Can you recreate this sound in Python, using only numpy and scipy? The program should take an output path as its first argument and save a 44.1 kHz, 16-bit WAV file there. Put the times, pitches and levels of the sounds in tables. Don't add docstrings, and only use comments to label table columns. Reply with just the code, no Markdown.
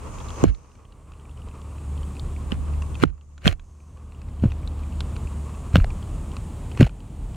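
import sys
import numpy as np
from scipy import signal
from scipy.fft import rfft, irfft
from scipy.io import wavfile

SR = 44100
rng = np.random.default_rng(int(sys.argv[2]) if len(sys.argv) > 2 else 0)


def master_out(mix):
    frames = np.transpose(np.atleast_2d(mix))
    ceiling = np.clip(frames, -1, 1)
    pcm = np.round(ceiling * 32767).astype(np.int16)
    wavfile.write(sys.argv[1], SR, pcm)


N = 324566
TIME = np.arange(N) / SR

# (time [s], gust level [dB], engine level [dB])
BED_LEVELS = [(0, -38, -39.5), (.9, -37, -38), (2.3, -33.5, -26), (3.7, -36.5, -29.5), (4.5, -28.5, -25.5),
              (5.4, -34, -34), (7.36, -31, -40.5)]
# (frequency [Hz], relative density [dB])
WIND_COLOUR = [(20, -18.5), (40, 7.5), (65, -3), (100, 0.5), (150, -13.5), (220, -15), (400, -27.5),
               (900, -35)]
GRASS_COLOUR = [(60, -8), (130, 3.5), (220, -4.5), (350, -11), (550, -18.5), (900, -19), (1700, -32.5),
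                (3000, -32), (5500, -42), (15000, -51)]
INSECT_COLOUR = [(4000, -26), (6000, -10.5), (7200, -2), (8900, -2.5), (10200, -9), (11200, -18.5),
                 (13000, -19.5), (16000, -24.5)]
GEAR_COLOUR = [(250, -5.5), (450, 4), (750, -5.5), (1130, 4.5), (1400, -8), (1700, -14), (2150, -14),
               (2650, -11.5), (3500, -23), (5500, -24), (14000, -51)]
# (frequency [Hz], gain [dB], t60 [s])
HOUSING_MODES = [(433, 3.5, 0.0048), (704, 1, 0.005), (960, -7.5, 0.0053), (1500, 0, 0.005),
                 (2300, -1.5, 0.0058), (2850, -3, 0.0059), (3700, -7.5, 0.0029), (4170, -9.5, 0.0075),
                 (5940, -6.5, 0.0011), (6950, -13.5, 0.0054), (8120, -17, 0.003), (10700, -13, 0.0013),
                 (15300, -21.5, 0.0014)]
REEL_MODES = [(1052, 2.5, 0.0051), (1510, -6.5, 0.0079), (2020, -11.5, 0.0075), (2534, -4, 0.0033),
              (3060, -34, 0.03), (3200, 2, 0.0017), (3960, -0.5, 0.0036), (4450, -23.5, 0.0054),
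              (4430, -10, 0.0067), (6000, -10, 0.0058), (7050, -7.5, 0.0059), (11350, -14.5, 0.0025)]
# (time [s], shove level [dB], shove pitch [Hz], left minus right [dB],
# first touch [dB], first rebound [dB], loss per rebound [dB], scrape [dB], slide [dB])
ROD_BUMPS = [(0.44, 15.5, 331, -1.5, -8.5, 6.5, -1.5, -56, -29),
             (2.523, -11.5, 224, -17, -44, -29.5, -5, -40.5, -90),
             (3.036, 18.5, 309, -6.5, -9.5, 10, 3.5, -22.5, -39.5),
             (3.466, 14, 185.5, -2.5, 2, 7, 9, -5.5, -27), (4.437, 5, 235, 5, 0, 2, 14.5, -36.5, -54),
             (5.757, -1.5, 184.7, -15, -6, -3, 6, -33.5, -45), (6.81, 7.5, 264, 3, 2, 7, 13, -27, -35)]
ROCK_BACKS = [(3.9, 0.543), (9.0, 0.22), (16.0, 0.174)]
# (time [s], peak [dB], struck part's pitch [Hz])
HARD_HITS = [(0.439, -10.5, 6500), (.45, -11, 2300), (2.52, -16.5, 2940), (3.037, 15.5, 1390),
             (3.457, 8.5, 1500), (3.478, 16, 3200), (5.757, -.5, 1540), (5.768, -13, 2880),
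             (5.801, -23.5, 1310), (5.844, -18.5, 704), (6.811, -9, 384), (6.829, -2.5, 2850),
             (6.868, -13, 850), (6.894, -26.5, 2460)]
# (centre time [s], level [dB], centre pitch [Hz], half length [s])
HISS_SWELLS = [(0.44, -48.5, 6400, .32), (3.253, -53, 6720, .3), (3.72, -56, 6410, 0.31),
               (5.598, -66, 7050, .9)]
# (time [s], gear whirr level [dB])
WHIRR_LEVELS = [(0, -45), (.4, -39), (1, -48), (2.5, -51), (3.35, -44.5), (3.7, -51), (4.6, -49),
                (6.1, -52), (7.36, -62.5)]
# (time [s], peak [dB], struck part's pitch [Hz])
REEL_CLICKS = [(.185, -32.5, 2500), (.286, -34, 4000), (0.304, -27.5, 3350), (.548, -23, 4320),
               (0.755, -34, 2400), (1.119, -29, 2550), (1.294, -37, 2770), (1.486, -33, 2600),
               (1.616, -34.5, 2770), (2.196, -26.5, 3670), (2.821, -28.5, 2730), (2.953, -28.5, 2530),
               (3.211, -30, 2830), (3.379, -22, 2340), (3.419, -27, 2280), (3.596, -21.5, 2350),
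               (4.121, -33, 2560), (4.217, -30, 2530), (4.506, -34, 2838), (4.519, -23.5, 2400),
               (4.675, -26, 4030), (5.006, -18, 3520), (5.164, -30.5, 2410), (5.904, -30.5, 2340),
               (6.367, -26, 2480), (6.715, -34.5, 2740), (6.774, -25.5, 2460)]
# (time [s], left port's share [0-1])
PORT_BLEND = [(0, 1), (.6, 1), (1.3, 0), (2.25, 0), (2.45, 1), (3.5, 1), (3.72, 0), (7.36, 0)]


def from_db(db):
    return 10 ** (np.asarray(db) / 20)


def rms_one(x):
    return x / np.sqrt(np.mean(x ** 2) + 1e-20)


def peak_one(x):
    return x / (np.abs(x).max() + 1e-20)


def automation(rows):
    times, *columns = np.transpose(rows)
    return [np.interp(TIME, times, column) for column in columns]


def add(out, s, sound):
    at = int(round(s * SR))
    out[..., at:at + sound.shape[-1]] += sound[..., :N - at]


def stereo(mid, side, side_db):
    return mid + from_db(side_db) * side * np.array([[1], [-1]])


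def drift(rate_hz):
    hz = np.arange(N // 2 + 1) * SR / N
    return rms_one(irfft(rfft(rng.standard_normal(N)) / (1 + (hz / rate_hz) ** 2), N))


def coloured_noise(colour, side_db):
    hz = np.maximum(np.arange(N // 2 + 1) * SR / N, 1)
    points_hz, levels_db = np.transpose(colour)
    gain = from_db(np.interp(np.log(hz), np.log(points_hz), levels_db))
    gain *= np.minimum(hz / points_hz[0], 1) ** 2 * np.minimum(points_hz[-1] / hz, 1) ** 2
    mid, side = irfft(rfft(rng.standard_normal((2, N))) * gain, N)
    return rms_one(stereo(mid, side, side_db))


def ring(push, modes, trims_db):
    out = 0
    for k, ((hz, db, t60), trim_db) in enumerate(zip(modes, trims_db)):
        radius, angle = np.exp(-np.log(1000) / (t60 * SR)), 2 * np.pi * hz / SR
        mode = signal.lfilter([np.sin(angle), 0, 0], [1, -2 * radius * np.cos(angle), radius ** 2], push)
        out = out + (-1) ** k * from_db(db + trim_db) * mode
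    return out


def clack(modes, hz, part_db, part_t60_s, crunch, crunch_s, dull_db_per_octave):
    t = TIME[:SR // 16]
    push = (t == 0) + crunch * rng.standard_normal(len(t)) * np.exp(-t / crunch_s)
    octaves_above = np.maximum(np.log2(np.array(modes)[:, 0] / hz), 0)
    trims_db = 2 * rng.standard_normal(len(modes)) - dull_db_per_octave * octaves_above
    return peak_one(ring(push, modes + [(hz, part_db, part_t60_s)], np.append(trims_db, 0)))


def wind(buffet_db=2.0, grass_db=-40.5, grass_follows=0.97):
    gust_db, _ = automation(BED_LEVELS)
    rumble = from_db(gust_db + buffet_db * drift(4.2)) * coloured_noise(WIND_COLOUR, side_db=-7.5)
    rush_db = grass_db + grass_follows * (gust_db - gust_db.mean())
    return rumble + from_db(rush_db) * coloured_noise(GRASS_COLOUR, side_db=-34.0)


def far_engine(hz=73.24, wander_hz=0.51, octave_db=-19.0, throb_db=2.5):
    _, engine_db = automation(BED_LEVELS)
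    phase = 2 * np.pi * np.cumsum(hz + wander_hz * drift(2.35)) / SR
    hum = rms_one(np.sin(phase) + from_db(octave_db) * np.sin(2 * phase))
    return from_db(engine_db + throb_db * drift(3.3)) * hum


def insects(level_db=-58.5):
    return from_db(level_db) * coloured_noise(INSECT_COLOUR, side_db=-2.5)


def grip_rubs(grain_db=4.0, peak_delay_s=0.0023, rise_db_per_s=760, fall_db_per_s=656,
              slide_s=0.067, edge_s=0.015):
    grains = rng.standard_normal((2, N)) * from_db(grain_db * drift(267))
    pressure = np.zeros(N)
    for s, *_, scrape_db, slide_db in ROD_BUMPS:
        t = TIME - s - peak_delay_s
        shape_db = np.minimum(rise_db_per_s * t, -fall_db_per_s * t)
        scrape = from_db(scrape_db + np.maximum(shape_db, -200))
        slide = from_db(slide_db) * np.clip(np.minimum(t, slide_s - t) / edge_s + .5, 0, 1)
        pressure += scrape + slide
    mid, side = pressure * rms_one(ring(grains, HOUSING_MODES, np.zeros(len(HOUSING_MODES))))
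    return stereo(mid, side, side_db=-6.0)


def mount_rock(hz, lead_rad=0, attack_cycles=0.16, decay_cycles=1.24, sag=0.21, shudder=0.094):
    cycles = hz * TIME[:SR // 5]
    lag_cycles = sag * (cycles - 2 * (1 - np.exp(-cycles / 2)))
    swing = np.sin(2 * np.pi * (cycles - lag_cycles) + lead_rad)
    band = signal.butter(2, [hz, 3 * hz], "band", fs=SR, output="sos")
    roughness = rms_one(signal.sosfilt(band, rng.standard_normal(len(cycles))))
    envelope = (1 - np.exp(-cycles / attack_cycles)) ** 2 * np.exp(-cycles / decay_cycles)
    return peak_one((swing + shudder * roughness) * envelope)


def bump_swings(s, db, hz, touch_db, rebound_db, loss_db, touch_cycles=3.1, touch_ratio=0.478):
    touch = (s - touch_cycles / hz, touch_db, touch_ratio * hz)
    rebounds = [(s + cycles / hz, rebound_db - k * loss_db, share * hz)
                for k, (cycles, share) in enumerate(ROCK_BACKS)]
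    return [touch, (s, db, hz)] + rebounds


def rod_thumps(left_pitch_ratio=1.092, pan_db_per_s=-170):
    out = np.zeros((2, N))
    for start, shove_db, shove_hz, balance_db, touch_db, rebound_db, loss_db, *_ in ROD_BUMPS:
        for s, db, hz in bump_swings(start, shove_db, shove_hz, touch_db, rebound_db, loss_db):
            pan_db = balance_db + pan_db_per_s * (s - start)
            rocking = np.array([mount_rock(hz * left_pitch_ratio, lead_rad=1.24), mount_rock(hz)])
            add(out, s, rocking * from_db(db + np.minimum([[pan_db], [-pan_db]], 0)))
    return out


def housing_cracks(left_early_s=0.00034):
    out = np.zeros((2, N))
    for s, db, hz in HARD_HITS:
        for port, arrival_s in zip(out, (s - left_early_s, s)):
            crack = clack(HOUSING_MODES, hz, part_db=1.0, part_t60_s=.011,
                          crunch=.2, crunch_s=.0009, dull_db_per_octave=2.4)
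            add(port, arrival_s, from_db(db) * crack)
    return out


def line_and_trill(core_width_hz=330, hiss_width_hz=1700, hiss_db=5.0, sag_hz=230, sizzle_db=1.5):
    noise = np.array([drift(core_width_hz) + 1j * drift(core_width_hz)
                      + from_db(hiss_db) * drift(hiss_width_hz) for port in range(2)])
    out = 0
    for s, db, hz, half_s in HISS_SWELLS:
        progress = (TIME - s) / half_s
        phase = 2 * np.pi * np.cumsum(hz - sag_hz * progress) / SR
        band = rms_one(np.real(noise * np.exp(1j * phase)))
        out = out + from_db(db) * np.exp(-progress ** 2) * band
    return out * from_db(sizzle_db * drift(11))


def gear_whirr(flutter_db=2.4):
    whirr_db, = automation(WHIRR_LEVELS)
    return from_db(whirr_db + flutter_db * drift(21)) * coloured_noise(GEAR_COLOUR, side_db=-4.0)


def reel_ticks(faint_per_s=6.0, faint_db=-38, faint_hz=2750, light_db=-34):
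    out = np.zeros(N)
    times = np.cumsum(rng.gamma(2, 1 / (2 * faint_per_s), size=64))
    scatter = rng.standard_normal((len(times), 2))
    faint = [(s, faint_db + 1.8 * louder, faint_hz + 300 * higher)
             for s, (louder, higher) in zip(times, scatter) if s < TIME[-1]]
    for s, db, hz in REEL_CLICKS + faint:
        tick = clack(REEL_MODES, hz, part_db=5.5 - 0.66 * (db - light_db), part_t60_s=.008,
                     crunch=0.21, crunch_s=0.0026, dull_db_per_octave=4.0)
        add(out, s, from_db(db) * tick)
    return out


def scene():
    marsh = wind() + far_engine() + insects()
    reel_and_swells = gear_whirr() + line_and_trill() + reel_ticks()
    handling = rod_thumps() + housing_cracks() + grip_rubs()
    return marsh + reel_and_swells + handling


def gain_control(x, limit_db=-1.0, attack_s=.0018, release_db_per_s=10.5):
    over_db = np.maximum(20 * np.log10(np.abs(x).max(axis=0) + 1e-9) - limit_db, 0)
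    held_db = np.maximum.accumulate(over_db + release_db_per_s * TIME) - release_db_per_s * TIME
    pole = np.exp(-1 / (attack_s * SR))
    smooth_db = signal.lfilter([1 - pole], [1, -pole], held_db)
    duck_db = np.interp(TIME + attack_s, TIME, smooth_db)
    return x * from_db(-duck_db)


def record(dry, cutoff_hz=15900):
    left_share, = automation(PORT_BLEND)
    left, right = dry
    ducked = gain_control(np.array([right + left_share * (left - right), right]))
    clipped = ducked / (1 + ducked ** 8) ** (1 / 8)
    return signal.sosfilt(signal.ellip(12, .1, 80, cutoff_hz, fs=SR, output="sos"), clipped)


dry = scene()
out = record(dry)
master_out(out)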